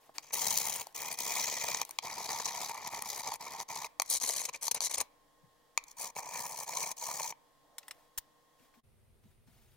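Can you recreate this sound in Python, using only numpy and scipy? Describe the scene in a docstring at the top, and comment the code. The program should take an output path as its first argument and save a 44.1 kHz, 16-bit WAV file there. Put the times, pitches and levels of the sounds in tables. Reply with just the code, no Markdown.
"""A quiet workshop hum and a soft rustle come first, then a bump on the wooden bench and a tap on metal.
Close to the two microphone ports, a small hand file scrapes over a metal part in five grips on the bench.
Clusters of tooth impacts chatter about seventy times a second, ringing bench and steel; edges catch and squeak.
Single blows make the taps, light clicks and closing knock; shaped noise makes bumps and rustles.
The background is coloured noise with wavering tones; near the end its level dips and a low rumble replaces it."""
import sys
import numpy as np
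from scipy import signal
from scipy.fft import rfft, irfft, next_fast_len
from scipy.io import wavfile
from scipy.ndimage import uniform_filter1d

SR = 44100
rng = np.random.default_rng(int(sys.argv[2]) if len(sys.argv) > 2 else 0)


def generate_wav(signal):
    """Clip the signal to [-1, 1] and save it as 16-bit WAV at the path in sys.argv[1]."""
    frames = np.transpose(np.atleast_2d(signal))
    scaled = np.clip(frames, -1, 1) * 32767
    pcm = np.round(scaled).astype(np.int16)
    wavfile.write(sys.argv[1], SR, pcm)


N = 430416
BODY_SAMPLES = 4096
HZ = np.fft.rfftfreq(BODY_SAMPLES, 1 / SR)

# colour of the workshop's air: frequency_hz, density_db_per_hz
AIR_COLOUR = [(12, -39), (20, 3.5), (32, -22.5), (262, -15), (301, -6), (347, -22.5), (472, -11.5),
              (873, -12.5), (1090, -13.5), (1400, -23), (1810, -18), (2460, -28.5), (3250, -22),
              (3630, -24), (16000, -31.5)]
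# colour of the later rumble: frequency_hz, density_db_per_hz
RUMBLE_COLOUR = [(12, -38), (20, -10), (120, -6), (150, -11.5), (168, -34.5), (228, -13), (270, -31),
                 (388, -20.5), (624, -27), (1610, -35.5), (2140, -34), (7730, -44), (8890, -34.5),
                 (9950, -37.5), (16000, -44)]
# steady tones of the workshop: pitch_hz, rms_db
HUM_TONES = [(145.3, -89), (479.1, -82.5), (1071, -76.5), (1873, -88), (3321, -93)]
AIR_DRIVE_DB, RUMBLE_DRIVE_DB = -71.5, -68
CHANGE_S = 8.82  # hum gives way to rumble

# likeness of the two microphone ports: frequency_hz, shared_amplitude (0 to 1)
PORT_LIKENESS = [(60, 0.38), (240, .5), (500, 0.78), (950, 1), (2000, 1), (4000, .72), (8000, 0.35),
                 (15000, .44)]
# level difference of the ports: frequency_hz, left_minus_right_db
PORT_LEAN = [(60, 3.5), (99, -4), (160, 0.5), (270, -0.5), (450, -3), (740, -2.5), (1220, 0), (2010, 0.5),
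             (3330, 2.0), (5500, 3.5), (9080, 5), (15000, 1)]
# phase by which the right port trails: frequency_hz, phase_rad
PORT_PHASE = [(500, 0.23), (2000, 0.97), (4000, 0.75), (7000, 1.12), (10000, 1.6), (15000, 1.5)]
# decay of the room: frequency_hz, t60_s
ROOM_DECAY = [(150, 0.29), (1000, 0.87), (3000, 0.4), (8000, 0.072), (16000, 0.16)]
# echoes from nearby surfaces: delay_s, level_db
NEARBY_ECHOES = [(.0045, -27.5), (.0085, -24.5), (0.011, -31.5), (0.013, -33.5)]
RECORDER_EDGE_HZ = 15950

# soft bumps on the bench: start_s, pitch_hz, peak_db, t60_s
BENCH_BUMPS = [(0.093, 756, -45.5, 0.024), (4.975, 64.2, -55, .05), (5.428, 141.2, -54.5, 0.15),
               (8.169, 78, -60, 0.023), (8.601, 232, -59, 0.11), (8.769, 228, -57.5, 0.067),
               (9.241, 201, -55, 0.15), (9.471, 191, -54, 0.24)]
# hands and sleeves rustle: start_s, length_s, drive_db
HAND_RUSTLES = [(0, .14, -67), (0.138, 0.085, -52.5), (.83, .12, -61), (1.84, .17, -60.5), (3.87, .1, -71),
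                (5.02, .06, -62), (7.773, 0.33, -70.5), (8.577, 0.14, -69), (8.731, 0.08, -69),
                (9.217, .17, -75.5), (9.458, .34, -70)]
# colour of a rustle: frequency_hz, density_db_per_hz
RUSTLE_COLOUR = [(180, -48), (300, -3), (537, -12), (614, -4), (961, -4), (1010, -10), (1170, -9),
                 (1810, -8), (8940, -14), (16000, -12.5)]
# a sleeve slides off the bench edge: start_s, length_s, drive_db
SLEEVE_SLIDE = (7.61, .5, -70)
RUB_FADE_DB = -1  # from start to end of a rub

# Four tables of blows, levels before the trims in scene():
# start_s, level_db, low_over_level_db, top_over_level_db
# metal is set down with a knock
KNOCKS = [(8.1755, -38.5, -6, 8.5), (8.1815, -38, -5.5, 8.5)]
# the part clicks as it is turned in the fingers
PART_CLICKS = [(7.7817, -33, -6.5, 1.5), (7.829, -51.5, 2, -20), (7.8805, -44.5, 3.5, 5),
               (7.8904, -61, 5, 0), (7.9089, -35.5, -1, -2.5), (8.739, -66.5, 13, -13),
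               (9.238, -71.5, 6, -12), (9.4744, -66, 3.5, -12)]
# the teeth catch on an edge
EDGE_CATCHES = [(0.305, -49, 7, -20), (0.3305, -31, -12.5, 2), (0.416, -24, -10, -1.5),
                (0.5045, -20, -25, -3.5), (0.759, -34.5, 0, 7), (1.124, -35.5, -2, 5.5),
                (1.7118, -31.5, -15, -14), (1.744, -24, -4, -12), (2.098, -39.5, 3.5, -6),
                (2.3975, -33, 4.5, -14), (2.4543, -22.5, -13, -13), (2.4824, -29.5, -1.5, -7),
                (2.693, -36, 5, 0), (3.173, -39.5, 2, 3), (3.1936, -35, -1, 2), (3.272, -28, -14, -11),
                (3.354, -42.5, 1, 4), (3.617, -38, -7, -7), (3.754, -34.5, -9, -1), (3.843, -36, 4, -4),
                (4.0987, -28, -26, 7.5), (4.212, -28.5, -12.5, -6), (4.4512, -23, -14.5, -5),
                (4.7112, -20.5, -8.5, 0), (4.7445, -25.5, -12, 1.5), (4.846, -26.5, -18, -2),
                (4.8564, -26, -17.5, -1), (4.91, -29.5, -9, -2), (4.9404, -22, -18, -6),
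                (4.98, -27.5, -17, 1), (5.002, -23.5, -7.5, -2), (5.0094, -25, -5, -0.5),
                (6.017, -35, -13, 3), (6.357, -39, 5.5, -6), (6.7324, -38, 3.5, -15.5),
                (6.769, -25.5, -20, -6), (6.8027, -31, -9, -6), (6.913, -32, -6, -1), (7.106, -44, -1, -10),
                (7.1953, -39, 6, -17), (7.2285, -30, -15, -8)]
# the file taps the part
FILE_TAPS = [(0.182, -28.5, 0, -13), (0.1924, -48, -1.5, -16), (0.5748, -24, -21, 3.5),
             (0.8686, -45.5, 3.5, 4), (0.925, -58.5, 2, 1), (1.1877, -28.5, -6.5, -1), (1.8149, -23, 0, -4),
             (1.85, -41.5, -5, 5.5), (1.8919, -42, 3, 3.5), (1.9088, -38, -4, 5.5), (1.9864, -22, 1, -13),
             (2.8745, -40, -8, 5.5), (3.0215, -35.5, 2, 8), (3.339, -34, -5, 2.5), (3.601, -33, 0.5, -7.5),
             (3.9978, -20.5, -1.5, -4.5), (4.019, -21.5, -6.5, -3), (4.06, -42, -16, -4),
             (4.1999, -33.5, -12.5, -6.5), (4.6803, -22, -6, -4.5), (4.8052, -22.5, -7, -10),
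             (5.7754, -18, -1.5, -13), (5.8384, -46, -24, -2), (6.1518, -48, -7, -4),
             (7.3233, -47, 12.5, -21.5)]
# colours of knock, click, and bench and steel under a tap: frequency_hz, density_db_per_hz
KNOCK_COLOUR = [(30, -6), (90, -4), (180, -17), (550, -18), (940, -5), (1160, -17), (1500, -6), (2500, -13),
                (6200, -9), (13000, -5.5), (14800, -1), (16000, -6.5)]
PART_CLICK_COLOUR = [(240, -51), (400, -32), (893, -0.5), (1650, -2), (1930, 4.5), (2150, 0), (3020, -6.5),
                     (3810, -4), (4880, -11), (5270, 0), (5690, -11.5), (8630, -5), (12300, -15),
                     (14800, -4.5), (16000, -27)]
TAP_BENCH_COLOUR = [(60, -32.5), (180, -23.5), (290, -21.5), (450, -13), (700, -2), (930, 4), (1130, 1.5),
                    (1540, -23), (1880, -9.5), (2400, 1), (2730, -14.5), (3120, 1), (3400, -9.5),
                    (4420, -27)]
TAP_STEEL_COLOUR = [(1590, -42), (2700, -13.5), (3230, -6.5), (3580, -10), (4480, -1.5), (5050, -10.5),
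                    (5940, -1), (6700, -2), (8130, -11), (9640, -5.5), (10800, -7.5), (12000, -8),
                    (16000, -17.5)]

# edges between low, middle and top bands: frequency_hz
BAND_EDGES_HZ = (3000, 8000)
# hollows where the echo off the bench top cancels: centre_hz, width_hz, gain_db
BENCH_TOP_HOLLOWS = [(1610, 62, -2.5), (3644, 66, -7.5), (5200, 130, -2.5), (8210, 130, -2.5),
                     (10200, 170, 0)]
# the part on the bench, in each grip: frequency_hz, density_db_per_hz
BENCH_GRIP_1 = [(35, -46.5), (60, -19.5), (213, -13), (289, -25.5), (385, -19.5), (455, -11.5), (513, -14),
                (795, -8), (910, -2), (1410, -19.5), (1560, -21), (2010, -10.5), (2270, -7.5),
                (2820, -17.5), (3400, 3), (4420, -40), (7480, -120)]
BENCH_GRIP_2 = [(35, -64), (60, -20.5), (192, -13), (224, -12), (330, -18.5), (455, -9.5), (756, -5.5),
                (942, 0.5), (1190, -9.5), (1540, -21.5), (1980, -4), (2270, -4), (2430, -0.5), (2730, -20),
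                (3400, 7), (4420, -36), (7480, -120)]
BENCH_GRIP_3 = [(35, -62), (60, -22), (144, -15.5), (325, -20.5), (448, -13), (513, -16.5), (837, -3),
                (926, 1), (1210, -11), (1540, -25.5), (1760, -15), (2050, -11), (2380, -9), (2730, -24.5),
                (3400, -13), (4420, -47.5), (7480, -120)]
BENCH_GRIP_4 = [(35, -60.5), (60, -17), (108, -23.5), (144, -12.5), (196, -22), (252, -12), (325, -20),
                (463, -8), (743, -7.5), (958, -1), (1190, -8), (1320, -19), (2310, -5), (2680, -13.5),
                (3400, -10), (4420, -38), (7480, -120)]
BENCH_GRIP_5 = [(35, -84), (60, -33), (144, -15.5), (336, -24), (440, -14), (719, -8), (958, 1.5),
                (1170, -10), (1300, -19.5), (1510, -27), (1790, -14), (1980, -18), (2340, -7.5),
                (2730, -21), (3400, -33.5), (4420, -51), (7480, -120)]
# the steel of file and part, in each grip: frequency_hz, density_db_per_hz
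STEEL_GRIP_1 = [(1590, -43), (2700, -13), (3160, -14), (3560, -15), (3860, -6), (4130, -9.5), (5240, -7.5),
                (6450, -1), (7540, -6.5), (7950, -12.5), (9500, -1.5), (10200, -7.5), (13100, -8),
                (15100, -1), (16000, -9)]
STEEL_GRIP_2 = [(1590, -46), (2700, -18.5), (3090, -17), (3580, -10), (3860, -9.5), (4790, -8.5),
                (5200, -10.5), (5680, -4.5), (6220, -1.5), (7600, -9.5), (8010, -13.5), (9500, -12),
                (13200, -16), (15100, -7), (16000, -19)]
STEEL_GRIP_3 = [(1590, -36), (2700, -16.5), (3400, -12), (3580, -8), (3830, -6.5), (4250, -8), (4830, -5),
                (5240, -7.5), (5990, -3), (6700, -5), (8130, -15), (10800, -11), (12100, -16.5),
                (13500, -12), (16000, -19)]
STEEL_GRIP_4 = [(1590, -46.5), (2700, -14.5), (3200, -11.5), (3580, -11), (4040, -4.5), (5120, -7),
                (5900, -1), (6360, 2), (7430, -6), (9640, -1), (10800, -8.5), (12100, -8), (13400, -15),
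                (15100, -9.5), (16000, -26.5)]
STEEL_GRIP_5 = [(1590, -69), (2700, -6.5), (3110, -14.5), (3660, -18.5), (4010, -13), (4380, -10),
                (5050, -13.5), (6030, -2.5), (6800, -5), (8130, -13), (9430, -9.5), (10400, -16),
                (13000, -16.5), (15100, -12), (16000, -19.5)]
# beginning of each grip: start_s
GRIP_START_S = (0, .9, 2, 4, 5.7)
# place of the steel in each grip: left_minus_right_db
STEEL_PAN_DB = [0.83, -.5, -0.27, 0.55, -0.86]
# central chatter rate in each grip: slips_hz
CHATTER_HZ = [70, 69.34, 68.9, 72, 65.96]

# the file squeaks on the rim: start_s, pitch_hz, drive_db, length_s
RIM_SQUEAKS = [(4.481, 2430, -41, 0.018), (4.483, 1020, -48, 0.02), (4.532, 2396, -41.5, 0.03),
               (4.767, 2400, -49, 0.02), (5.78, 2520, -47.5, 0.012)]
# pushes and pulls, levels before the trims in stroke(): start_s, length_s, rasp_db,
# bench_over_rasp_db, fizz_over_rasp_db, pressure_gain_start_to_end_db, mid_stroke_swell_db,
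# fizz_brightening_start_to_end_db
FILE_STROKES = [(0.221, 0.088, -57, -4.5, -6, -2, -7.5, -0.5), (0.319, 0.353, -36.5, -6.5, 0, 1.5, 2.5, -1),
                (0.65, 0.2, -42.5, -3, 0.5, -8, 5.5, -1), (0.943, 0.16, -43.0, -2.0, -1.5, 1.0, -1, -0.5),
                (1.094, 0.075, -43, -3.5, -4, -8, -4, 4.5), (1.168, 0.47, -37.5, -5, -5.5, 4.5, 7, -7.5),
                (1.589, 0.25, -40.5, -3, -5.5, 1, 1.5, -2.5),
                (2.018, 0.26, -45.0, 0.5, -6, 4.5, -1.5, -0.5), (2.269, 0.46, -42, -1.5, -6, -4, 1, 1),
                (2.724, 0.17, -47.5, 3.5, -7.5, 3.5, -8, -10),
                (2.894, 0.16, -49.0, 3.5, -4.0, -4.0, 6.5, -5), (3.04, 0.19, -44.5, -2, -2, -6.5, 5.5, 2),
                (3.225, 0.14, -44, 2, -7, -3, -2.5, 0.5), (3.392, 0.22, -50.5, 3.5, -5.5, -1.5, 5.5, -2),
                (3.577, 0.059, -43.5, -1.5, -6, 2.5, -4.5, 7), (3.678, 0.2, -46, -0.5, -5.0, -3.5, 0.5, 0),
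                (4.043, 0.067, -51.5, -10, -6.0, 9, -3, 6), (4.09, 0.098, -33, -15.5, -1.5, 0.5, -1, -4),
                (4.202, 0.28, -38.5, -10.5, -2.5, -8.5, 4, -2), (4.471, 0.036, -42.5, -4, -7, 3, 1, -1.0),
                (4.527, 0.053, -44.5, -6.5, -9.5, -8, -5, -1.0),
                (4.608, 0.084, -40, -10.5, -1.0, 15, -1.5, -8),
                (4.74, 0.049, -41, -4.5, -11, -2, 1.5, -2.5),
                (4.807, 0.082, -35.5, -13.0, -5.5, -3.5, 1, -1),
                (4.893, 0.071, -39, -9.5, -4.5, 4.5, -17, -2.5),
                (4.968, 0.063, -43.5, -0.5, -14, -14, -19, 0.5),
                (5.861, 0.073, -57, -9.5, -4, 11.0, -1, 3.0), (5.962, 0.15, -46, -2.5, -2.0, 2.0, 10.5, -6),
                (6.154, 0.067, -45, 2, -2, -6, 8.5, 6), (6.205, 0.33, -47, 0.5, -2.5, 7.5, 8, 9),
                (6.511, 0.15, -47, -2.0, -2, 4.5, 14, 9), (6.655, 0.28, -43, -2, -4, -2, 7, 4),
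                (6.961, 0.064, -45.5, -8, -3.5, 14, -6.5, -1.0),
                (7.003, 0.32, -42.5, -2.5, -3, -1.5, -1, 1.5)]
BITE_S, LIFT_S = .016, .02  # the teeth bite, and lift off at the turn
BENCH_LEAN, BENCH_SWELL, FIZZ_SWELL = .6, .7, .92  # shares of the pressure and the swell
TREMOR_DB, TREMOR_HZ = .48, 18  # the hand does not press evenly
ROCK_DB, ROCK_HZ = 1.5, 94.7  # the part's hold on the bench varies
SLIP_FIZZ_DB = .5  # stronger slips are brighter
CHATTER_DEPTH_PER_DB, USUAL_RASP_DB = -.0277, -43.5  # louder strokes chatter less deeply
DRIFT, DRIFT_HZ = .03, 8  # slow changes of chatter speed, as a share of its rate


def gain_of(db):
    """Decibels to gain."""
    return 10 ** (np.asarray(db) / 20)


def evened(x):
    """Scales to rms 1."""
    return x / np.sqrt(np.mean(x ** 2) + 1e-20)


def read(points, hz):
    """Reads a table on a log-frequency axis."""
    f, value = np.transpose(points)
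    return np.interp(np.log(hz + 1), np.log(f + 1), value)


def add(mix, start_s, sound):
    """Adds a stereo sound at its start time."""
    part = mix[:, max(round(start_s * SR), 0):][:, :sound.shape[1]]
    part += sound[:, :part.shape[1]]


def wander(size, hz):
    """Random curve around 0 with a spread of about 1, joining hz new values a second by lines."""
    at = np.arange(size) * hz / SR
    knots = np.arange(int(at[-1]) + 2)
    return np.interp(at, knots, 1.21 * rng.standard_normal(len(knots)))


def held(t, length, attack_s, release_s):
    """Envelope that rises, holds and falls to zero at the given length."""
    return np.clip(np.minimum(t / attack_s, (length - t) / release_s), 0, 1)


def ring(x, gain, band=1):
    """Rings a minimum-phase body, cut to a band and scaled to unit energy."""
    log_gain = np.log(np.maximum(gain / gain.max(), 1e-4))
    mirrored = np.r_[log_gain, log_gain[-2:0:-1]]
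    response = np.exp(np.conj(signal.hilbert(mirrored)))[:len(HZ)]
    body = np.roll(irfft(response * band), 64)  # room for ringing ahead of the peak
    body = body[None] / np.linalg.norm(body)
    return signal.fftconvolve(x, body, axes=1)[:, 64:]


def workshop(width=.73, waver=.002):
    """Steady air noise with wavering tones; after a brief level dip only low rumble noise is left."""
    t = np.arange(N) / SR
    mid, side = rng.standard_normal((2, N))
    noise = np.array([mid + width * side, mid - width * side])
    hum = np.zeros(N)
    for hz, rms_db in HUM_TONES:
        cycles = np.cumsum(hz * (1 + waver * wander(N, 40))) / SR
        hum += gain_of(rms_db) * np.sqrt(2) * np.sin(2 * np.pi * cycles)
    air = gain_of(AIR_DRIVE_DB) * ring(noise, gain_of(read(AIR_COLOUR, HZ)))[:, :N]
    rumble = gain_of(RUMBLE_DRIVE_DB) * ring(noise, gain_of(read(RUMBLE_COLOUR, HZ)))[:, :N]
    dip = np.clip(abs(t - CHANGE_S) / .011 - 1, .08, 1)
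    return np.where(t < CHANGE_S, air + hum, rumble) * dip


def room(x):
    """A short tail of sparse reflections, each frequency dying at its own speed."""
    size = SR // 2
    reflections = rng.standard_normal((2, size)) * (rng.random((2, size)) < .08)
    reflections *= np.arange(size) > .004 * SR
    hz, t, z = signal.stft(reflections, SR, nperseg=256)
    tail = signal.istft(z * gain_of(-60 * t / read(ROOM_DECAY, hz)[:, None]), SR)[1]
    return signal.fftconvolve(x, tail / np.linalg.norm(tail[0]), axes=1)[:, :N]


def echoes(x):
    """Nearby surfaces throw the sound back to the opposite port."""
    out = np.zeros((2, N))
    for delay_s, db in NEARBY_ECHOES:
        add(out, delay_s, gain_of(db) * x[::-1])
    return out


def shifting(size, patch_db=2.5):
    """Noise in which small patches of time and frequency grow stronger and weaker."""
    z = signal.stft(rng.standard_normal((2, size + 512)), nperseg=512)[2]
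    patches = uniform_filter1d(rng.standard_normal(z.shape[1:]), size=4, axis=0)
    patches = evened(uniform_filter1d(patches, size=3, axis=1))
    return evened(signal.istft(z * gain_of(patch_db * patches))[1][:, :size])


def ports(force, crack=0):
    """Force as noise at both ports; crack is the energy share of one clean impact at its peak."""
    size = next_fast_len(len(force) + 256)
    hz = np.fft.rfftfreq(size, 1 / SR)
    crack = np.clip(crack, 0, 1)
    grains = np.sqrt(1 - crack) * force * shifting(len(force))
    impact = np.exp(-2j * np.pi * hz * np.argmax(force) / SR)
    impact = np.sqrt(crack) * np.linalg.norm(force) * impact
    left, other = rfft(grains, size) + impact * np.array([[1], [1j]])
    same = np.clip(read(PORT_LIKENESS, hz), 0, 1)
    right = same * left + np.sqrt(1 - same ** 2) * other
    right = right * np.exp(-1j * read(PORT_PHASE, hz))
    lean = gain_of(read(PORT_LEAN, hz) / 2)
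    delay = np.exp(-2j * np.pi * hz * 16 / SR)  # 16 samples
    return irfft(np.array([left * lean, right / lean]) * delay, size)[:, :len(force)]


def rub(row, colour, rise_s, release_s, grit_db):
    """Skin or cloth sliding: grainy noise that swells, fades and stops."""
    start, length, db = row
    t = np.arange(0, length, 1 / SR)
    level_db = db + RUB_FADE_DB * t / length + grit_db * wander(len(t), 148.6)
    force = gain_of(level_db) * held(t, length, rise_s, release_s)
    return start, ring(ports(force), colour)


def handling(sleeve_hz=680, sleeve_q=1.8, bump_q=3.6):
    """Soft bumps shake a bench resonance; sliding fingers and sleeves make coloured noise."""
    out, t = np.zeros((2, N)), np.arange(SR // 4) / SR
    for start, hz, peak_db, t60 in BENCH_BUMPS:
        resonance = 1 / (1 + (bump_q * (HZ / hz - 1)) ** 2)
        thud = ring(ports(gain_of(-60 * t / t60)), resonance)
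        add(out, start, gain_of(peak_db) * thud / abs(thud).max())
    for row in HAND_RUSTLES:
        add(out, *rub(row, gain_of(read(RUSTLE_COLOUR, HZ)), rise_s=.02, release_s=.066, grit_db=1))
    sleeve_colour = 1 / (1 + (sleeve_q * np.log2((HZ + 1) / sleeve_hz)) ** 4)
    add(out, *rub(SLEEVE_SLIDE, sleeve_colour, rise_s=.05, release_s=.092, grit_db=-1))
    return out


def contact(force, levels_db, bench, steel, pan_db, crack=0):
    """Tooth impacts ring the bench (low), the steel (middle) and its finest fizz (top)."""
    low, below_top = (1 / (1 + (HZ / edge) ** 20) for edge in BAND_EDGES_HZ)
    bands = low, below_top - low, 1 - below_top
    hollows = sum(db / (1 + ((HZ - hz) / width) ** 2) for hz, width, db in BENCH_TOP_HOLLOWS)
    teeth, out = ports(force, crack), 0
    for band, db, colour, pan in zip(bands, levels_db, (bench, steel, steel), (0, pan_db, pan_db)):
        ringing = ring(teeth * gain_of(db), gain_of(read(colour, HZ) + hollows), band)
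        out = out + ringing * gain_of([[pan / 2], [-pan / 2]])
    return out


def blow(rise_s, decay_s):
    """Force envelope of one blow, with the energy of 4 ms at level 1."""
    t = np.arange(SR // 12) / SR
    force = (1 - np.exp(-t / rise_s)) * np.exp(-t / decay_s)
    return force / np.linalg.norm(force) * np.sqrt(.004 * SR)


def hits(table, bench, steel, rise_s, decay_s, trim_db, pan_db, crack=0):
    """Single blows with a brief rise and decay; the fingers damp the metal at once."""
    out = np.zeros((2, N))
    for start, db, low, top in table:
        levels_db = np.array([db + low, db, db + top]) + trim_db
        add(out, start, contact(blow(rise_s, decay_s), levels_db, bench, steel, pan_db, crack))
    return out


def squeaks(width_hz=220):
    """Short rubs that ring one resonance of the rim."""
    out = np.zeros((2, N))
    for start, hz, db, length in RIM_SQUEAKS:
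        force = signal.windows.hann(int(length * SR))
        resonance = 1 / (1 + ((HZ - hz) / width_hz) ** 2)
        add(out, start, gain_of(db) * ring(ports(force), resonance))
    return out


def stroke(row, bench, steel, pan_db, slip_hz, swing_db=5.5, bench_swing_db=.5, slip_db=1.5,
           uneven_db=1.48, grit_db=2.5, grit_hz=900, jitter=.022,
           bench_trim_db=.7, rasp_trim_db=-1, fizz_trim_db=-.6):
    """The file grips and slips in a fast chatter of tooth impacts, shaped by the hand's pressure."""
    start, length, db, low_db, top_db, lean_db, swell_db, bright_db = row
    t = np.arange(0, length, 1 / SR)
    size = len(t)
    along = t / length - .5  # place in the stroke, 0 halfway
    lean = lean_db * along
    swell = swell_db * (np.cos(np.pi * along) - 2 / np.pi)

    rate = 1 + jitter * wander(size, 78) + DRIFT * wander(size, DRIFT_HZ)
    slips = np.cumsum(slip_hz * rate) / SR
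    chatter = .5 - 2 * np.cos(np.pi * slips) ** 4  # broad slips, brief rests
    chatter = chatter * (1 + CHATTER_DEPTH_PER_DB * (db - USUAL_RASP_DB))
    strength = rng.standard_normal(int(slips[-1]) + 1)[slips.astype(int)]  # no two slips are alike

    force_db = swing_db * chatter + slip_db * strength
    force_db = force_db + uneven_db * wander(size, 260) + grit_db * wander(size, grit_hz)
    force_db = force_db + TREMOR_DB * wander(size, TREMOR_HZ)
    force = evened(gain_of(force_db)) * gain_of(db) * held(t, length, BITE_S, LIFT_S)

    low = low_db + bench_trim_db + BENCH_LEAN * lean + BENCH_SWELL * swell
    low = low + (bench_swing_db - swing_db) * chatter  # the heavy bench follows the chatter less
    low = low + ROCK_DB * (wander(size, ROCK_HZ) - .5)  # the part rocks and jolts the bench
    rasp = rasp_trim_db + lean + swell
    fizz = top_db + fizz_trim_db + lean + FIZZ_SWELL * swell
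    fizz = fizz + bright_db * along + SLIP_FIZZ_DB * strength
    return start, contact(force, (low, rasp, fizz), bench, steel, pan_db)


def filing():
    """All strokes, each with the colour, place and chatter of the grip in which it falls."""
    out = np.zeros((2, N))
    benches = BENCH_GRIP_1, BENCH_GRIP_2, BENCH_GRIP_3, BENCH_GRIP_4, BENCH_GRIP_5
    steels = STEEL_GRIP_1, STEEL_GRIP_2, STEEL_GRIP_3, STEEL_GRIP_4, STEEL_GRIP_5
    grips = list(zip(benches, steels, STEEL_PAN_DB, CHATTER_HZ))
    for row in FILE_STROKES:
        grip = grips[np.searchsorted(GRIP_START_S, row[0]) - 1]
        add(out, *stroke(row, *grip))
    return out


def scene():
    """File, part and hands close by on the bench, with the small room and workshop behind them."""
    knock = hits(KNOCKS, KNOCK_COLOUR, KNOCK_COLOUR,
                 rise_s=.004, decay_s=.0031, trim_db=-1, pan_db=.5)
    clicks = hits(PART_CLICKS, PART_CLICK_COLOUR, PART_CLICK_COLOUR,
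                  rise_s=.000678, decay_s=.0044, trim_db=-8.5, pan_db=0, crack=.082)
    catches = hits(EDGE_CATCHES, BENCH_GRIP_4, STEEL_GRIP_4,
                   rise_s=.0047, decay_s=.0031, trim_db=-6.5, pan_db=1)
    taps = hits(FILE_TAPS, TAP_BENCH_COLOUR, TAP_STEEL_COLOUR,
                rise_s=.0005, decay_s=.0014, trim_db=-7.5, pan_db=2, crack=.26)
    near = handling() + knock + clicks + catches + taps + squeaks() + filing()
    return workshop() + gain_of(-25) * room(near) + echoes(near) + near


def record(dry):
    """The recorder's band limit: a steep low-pass filter."""
    low_pass = signal.firwin(511, RECORDER_EDGE_HZ, window=("kaiser", 9), fs=SR)
    return signal.oaconvolve(dry, low_pass[None], "same")


dry = scene()
out = record(dry)
generate_wav(out)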